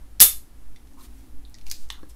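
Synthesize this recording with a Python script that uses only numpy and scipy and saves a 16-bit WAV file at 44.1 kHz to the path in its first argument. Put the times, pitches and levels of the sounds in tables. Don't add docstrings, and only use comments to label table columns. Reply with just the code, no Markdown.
import sys
import numpy as np
from scipy import signal
from scipy.fft import rfft, irfft, next_fast_len
from scipy.io import wavfile
from scipy.ndimage import uniform_filter1d, map_coordinates

SR = 44100
rng = np.random.default_rng(int(sys.argv[2]) if len(sys.argv) > 2 else 0)


def wav_out(sig):
    wavfile.write(sys.argv[1], SR, np.round(np.clip(np.atleast_2d(sig).T, -1, 1) * 32767).astype(np.int16))


def magnitude_from_level(level_db):
    exponent = np.asarray(level_db, float) / 20
    return 10 ** exponent


N = 94815

# frequency in Hz, level in dB per Hz.
ROOM_NOISE = [(47, -26), (80, -5.5), (111, -5.5), (140, -15), (295, -10), (362, -18), (900, -29.5),
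              (1170, -69.5), (1980, -120)]
# frequency in Hz, level in dB per Hz.
HISS = [(700, 0.5), (1500, -3), (3000, -8), (7000, -10), (9500, -8.5), (10700, -6.5), (12500, -9),
        (15800, -15.5)]
# frequency in Hz, level in dB per Hz.
HUM = [(22, -20), (38, -7.5), (50, 8), (64, -6), (85, -27)]
# middle in seconds, pressure (full scale is 1), width in seconds.
PRESSURE_SWINGS = [(.38, -0.02, .04), (0.68, 0.037, 0.056), (1.38, 0.043, 0.033), (1.691, -0.071, 0.04),
                   (1.833, 0.09, 0.031), (2.02, -0.026, 0.033)]
# frequency in Hz, time to fall 60 dB in seconds.
ROOM_DECAY = [(300, .17), (1200, .25), (5000, .26), (11000, .24), (13000, .22), (15500, .18)]
# start in seconds, length in seconds, level in dB, centre in Hz, width in octaves.
RUBS = [(0.96, 0.07, -57, 1050, 0.25), (0.971, 0.073, -57.5, 4770, 2.2), (1.02, 0.029, -56.5, 10000, .3),
        (1.025, 0.045, -53, 4300, 2.4), (1.654, 0.046, -53.5, 3500, 1.35), (1.727, 0.16, -58.5, 6400, 1),
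        (1.92, 0.045, -60, 1400, 0.5), (1.965, .04, -60, 1150, .4), (1.724, .04, -51, 5200, .5),
        (2.085, 0.028, -56.5, 10000, 0.38), (2.086, 0.036, -58.5, 4490, 0.98), (0.7, 0.8, -59, 285, .22),
        (1.05, 0.27, -64, 3480, 4.5), (0, 0.039, -67, 960, 0.51)]
# time in seconds, peak in dB, colour centre in Hz, colour width in octaves.
SLAM_HITS = [
    (0.1976, -13.5, 5200, 0.29),
    (0.2027, 6, 9500, 1.58),
    (0.2047, -3, 5200, 0.11),
    (0.2092, 3.5, 12000, 0.35),
    (0.2145, 2.5, 10000, 1.8),
    (0.2198, -1, 5500, 0.65),
    (0.2229, -2, 10000, 0.56),
    (.2275, -7, 10000, 1.07),
]
# frequency in Hz, level in dB, time to fall 60 dB in seconds.
FRAME_MODES = [(850, -6, .012), (2000, -6, .01), (2560, -4, .012), (3660, -3, .015), (4200, -2, .015),
               (4800, 0, .012), (5750, -2, .015), (6560, 0, .012), (8590, -4, .012), (10400, -3, .01),
               (12400, -3, .01), (14500, -5, .008)]
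# frequency in Hz, level in dB, time to fall 60 dB in seconds.
HAMMER_MODES = [(2900, -7, .05), (3300, -8, .04), (3565, -3, .09), (3605, -4, .08), (3990, -9, .04),
                (8740, -3, .025), (10400, 0, .025), (11100, 0, .02), (11480, 2, .025), (11700, 4, .02),
                (12030, 4, .025), (12300, 5, .025), (13000, 2, .015), (14600, 0, .015)]
# frequency in Hz, level in dB per Hz.
RATTLE = [(59, -50.5), (110, -22), (200, -32.5), (420, -25), (1240, -25.5), (2900, -13.5), (5240, -9),
          (9000, 0.5), (12100, 8), (13800, 1), (15400, -1), (15800, -9)]
# frequency in Hz, level in dB per Hz.
KNOCK = [(80, -8), (130, -0.5), (200, -6), (420, 0), (700, -4), (1250, 1), (2200, -2), (3200, -3)]
# time in seconds, peak in dB, colour centre in Hz, colour width in octaves.
TRIGGER_TICKS = [
    (.7607, -45.5, 3630, 0.99),
    (1.0096, -47, 3900, 0.14),
    (1.0096, -47, 12100, .1),
    (1.4742, -54, 3500, 0.22),
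]
# frequency in Hz, level in dB, time to fall 60 dB in seconds.
TRIGGER_MODES = [(2020, 3, .035), (2700, -14, .02), (3570, -1, .04), (4050, -4, .025), (4550, -4, .025),
                 (5730, -3, .045), (6520, -5, .035), (7650, -7, .025), (10000, -6, .025), (12000, -4, .03)]
# time in seconds, peak in dB, colour centre in Hz, colour width in octaves.
COCKING_TICKS = [(0.8722, -48, 3945, 0.9), (.934, -54, 6000, 0.69), (1.497, -46, 11420, 0.53),
                 (1.5848, -42.5, 3660, 0.98), (1.6122, -43, 3780, 0.67), (1.6667, -35.5, 4500, 1.06),
                 (1.667, -37.5, 2530, 0.12), (1.924, -37.5, 12400, 0.31), (1.675, -52, 4500, 1.14),
                 (1.683, -44, 4860, 0.58), (1.683, -42, 13000, .15), (1.6998, -28, 6150, 0.39),
                 (1.6998, -34, 12000, 0.27), (1.7136, -17, 5400, .4), (1.7132, -23, 5000, 1.1),
                 (1.7137, -21.5, 11500, 0.45), (1.7137, -30, 2200, .6), (1.7415, -33, 4300, 0.18),
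                 (1.667, -43.5, 850, 0.25), (1.5445, -42, 2030, .12), (1.451, -39.5, 3895, 0.18),
                 (1.5429, -35.5, 5400, 0.4), (1.889, -42.5, 6100, 0.65)]
# frequency in Hz, level in dB, time to fall 60 dB in seconds.
SEAR_MODES = [(190, 32, .025), (430, 14, .018), (860, 9, .018), (1150, 2, .016), (1950, -1, .014),
              (2400, -4, .012), (2890, -2, .014), (3250, -1, .014), (3540, 2, .017), (4000, 0, .014),
              (5600, -7, .014), (6600, -6, .01), (8590, -8, .01)]
# frequency in Hz, level in dB, time to fall 60 dB in seconds.
THUD_MODES = [(290, -34, .04), (520, -41, .022), (1100, -45, .025), (1650, -47, .022), (4300, -54, .015),
              (5400, -56, .015)]

LEAD = 44
RATTLE_START_S, RATTLE_RISE_S = .208, .003


def along(points, hz):
    f, value = np.transpose(points)
    return np.interp(np.log(hz + 1), np.log(f + 1), value)


def bell(hz, centre_hz, octaves):
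    return np.exp(-.5 * (np.log2((hz + 1) / centre_hz) / octaves) ** 2)


def shape(points):
    return lambda f: magnitude_from_level(along(points, f)) * (f > points[0][0]) * (f < points[-1][0])


def noise(n, gain):
    m = next_fast_len(n + 2048)
    spectrum = rfft(rng.standard_normal(m)) * gain(np.fft.rfftfreq(m, 1 / SR))
    x = irfft(spectrum, m)[:n]
    return x / np.sqrt(np.mean(x ** 2))


def background():
    t = np.arange(N) / SR
    out = magnitude_from_level(-42.5) * noise(N, shape([(4, 5.5), (12, -8.0), (26, -12.5)]))
    for s, pressure, width in PRESSURE_SWINGS:
        out += pressure * np.exp(-.5 * ((t - s) / width) ** 2)
    for db, points in [(-57.5, ROOM_NOISE), (-63, HISS), (-47.5, HUM)]:
        out += magnitude_from_level(db) * noise(N, shape(points))
    return out


def add(out, s, x):
    part = out[round(s * SR):][:len(x)]
    part += x[:len(part)]


def space(x, wet_db=0):
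    room_db, room_start_s = -7, .003
    table_db, table_s, smear_s = -8, .0077, .0006
    hz, t, z = signal.stft(rng.standard_normal(SR // 3), SR, nperseg=256)
    fade = magnitude_from_level(-60 * t / along(ROOM_DECAY, hz)[:, None])
    tail = signal.istft(z * fade, SR, nperseg=256)[1]
    tail = tail / np.linalg.norm(tail) * magnitude_from_level(room_db + wet_db)
    echo = np.pad(tail, (round(room_start_s * SR), 0))
    k = round(smear_s * SR)
    bounce = rng.standard_normal(k) * magnitude_from_level(-20 * np.arange(k) / k)
    add(echo, table_s, bounce / np.linalg.norm(bounce) * magnitude_from_level(table_db))
    echo[0] = 1
    return signal.fftconvolve(x, echo)


def finger_rubs():
    out = np.zeros(N)
    for s, length, db, hz, octaves in RUBS:
        n = round(length * SR)
        k = np.arange(n)
        grain = magnitude_from_level(1.4 * map_coordinates(rng.standard_normal(400), [k * 300 / SR]))
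        rub = noise(n, lambda f: bell(f, hz, octaves)) * grain * np.sin(np.pi * k / n)
        add(out, s, space(magnitude_from_level(db) * rub))
    return out


def ring(modes, t, scatter_db, gain=lambda hz: 1, wander=0):
    wander_rate, rise_s = 250, .0002
    hz, db, t60 = np.transpose(modes)[:, :, None]
    sign = (-1.) ** np.arange(len(hz))[:, None]
    db = db + scatter_db * rng.standard_normal(hz.shape)
    knots = np.cumsum(rng.standard_normal((len(hz), int(t[-1] * wander_rate) + 3)), 1)
    drift = [np.interp(t * wander_rate, np.arange(len(k)), k - k[0]) for k in knots]
    tones = np.sin(2 * np.pi * hz * t + wander * np.array(drift)) * sign
    fading = gain(hz) * magnitude_from_level(db - 60 * t / t60) * tones
    return np.sum(fading, 0) * (1 - np.exp(-t / rise_s))


def contact(db, hz, octaves, modes, ring_db, wander=.9):
    crack_db, crack_t60, crack_rise_s, crack_end_s = -4, .013, .00025, .05
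    t = np.arange(SR // 8) / SR
    k = np.arange(len(t))
    swell = magnitude_from_level(-60 * t / crack_t60) * (1 - np.exp(-t / crack_rise_s))
    z = rfft(np.roll(rng.standard_normal(len(t)) * swell, LEAD))
    z = z / np.sqrt(np.abs(uniform_filter1d(np.abs(z) ** 2, size=40)))
    crack = irfft(z * bell(np.fft.rfftfreq(len(t), 1 / SR), hz, octaves), len(t))
    crack *= np.linalg.norm(swell) / np.linalg.norm(crack)
    crack *= np.minimum(k / LEAD, 1) ** 2 * (t < crack_end_s)
    tone = ring(modes, t, 0.89, lambda f: bell(f, hz, octaves), wander)
    tone = np.roll(tone, LEAD) * (k >= LEAD)
    return magnitude_from_level(db) * (magnitude_from_level(crack_db) * crack + magnitude_from_level(ring_db) * tone)


def hammer_hits(start):
    out, t = np.zeros(SR // 2), np.arange(SR // 3) / SR
    for s, db, hz, octaves in SLAM_HITS:
        add(out, s - start - LEAD / SR, contact(db, hz, octaves, FRAME_MODES, -22))
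        tone = ring(HAMMER_MODES, t, 2, lambda f: bell(f, hz, octaves), .8)
        add(out, s - start, (s > RATTLE_START_S) * magnitude_from_level(db - 10.5) * tone)
    return out


def knock():
    t = np.arange(SR // 3) / SR
    swell = (1 - np.exp(-t / RATTLE_RISE_S)) * magnitude_from_level(-19 - 60 * t / .12)
    return noise(len(t), shape(KNOCK)) * swell


def rattle():
    t = np.arange(SR // 3) / SR
    grain = magnitude_from_level(3 * map_coordinates(rng.standard_normal(400), [t * 700]))
    swell = (1 - np.exp(-t / RATTLE_RISE_S)) * magnitude_from_level(-4 - 60 * t / .17)
    return noise(len(t), shape(RATTLE)) * grain * swell


def slam():
    out = np.zeros(N)
    start = SLAM_HITS[0][0] - 2 * LEAD / SR
    blow = hammer_hits(start)
    add(blow, RATTLE_START_S - start, rattle())
    add(blow, .2035 - start, knock())
    add(out, start, space(blow, 1.5))
    recoil = [(48.6, -29, .25)]  # Hz, dB, seconds to fall 60 dB
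    add(out, .205, ring(recoil, np.arange(SR // 3) / SR, 0))
    return out


def trigger_resets():
    out = np.zeros(N)
    for s, db, hz, octaves in TRIGGER_TICKS:
        add(out, s - LEAD / SR, space(contact(db, hz, octaves, TRIGGER_MODES, -5, wander=.2)))
    return out


def cocking():
    out = np.zeros(N)
    for s, db, hz, octaves in COCKING_TICKS:
        add(out, s - LEAD / SR, space(contact(db, hz, octaves, FRAME_MODES, -12)))
    return out


def sear_catch():
    out = np.zeros(N)
    add(out, 1.902 - LEAD / SR, space(contact(-22.5, 3300, 1.05, SEAR_MODES, -4)))
    return out


def thud():
    out, t = np.zeros(N), np.arange(SR // 8) / SR
    puff = noise(len(t), lambda f: bell(f, 700, 0.38)) * magnitude_from_level(-48 - 60 * t / .025)
    add(out, 2.0312, space(puff - ring(THUD_MODES, t, 0)))
    return out


def scene():
    mix = slam() + cocking() + trigger_resets() + sear_catch() + finger_rubs() + thud() + background()
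    return mix[None]


def roll_off(x):
    return signal.sosfilt(signal.butter(12, 15910, fs=SR, output="sos"), x)


def record(dry):
    top_hz, edge_hz = 15700, 45
    m = next_fast_len(N + 4096)
    above = (np.fft.rfftfreq(m, 1 / SR) - top_hz) / edge_hz
    edge = 1 / (1 + np.exp(np.clip(above, -50, 50)))
    limited = irfft(rfft(dry, m) * edge, m)[:, :N]
    return roll_off(np.clip(limited, -1, 1))


dry = scene()
out = record(dry)
wav_out(out)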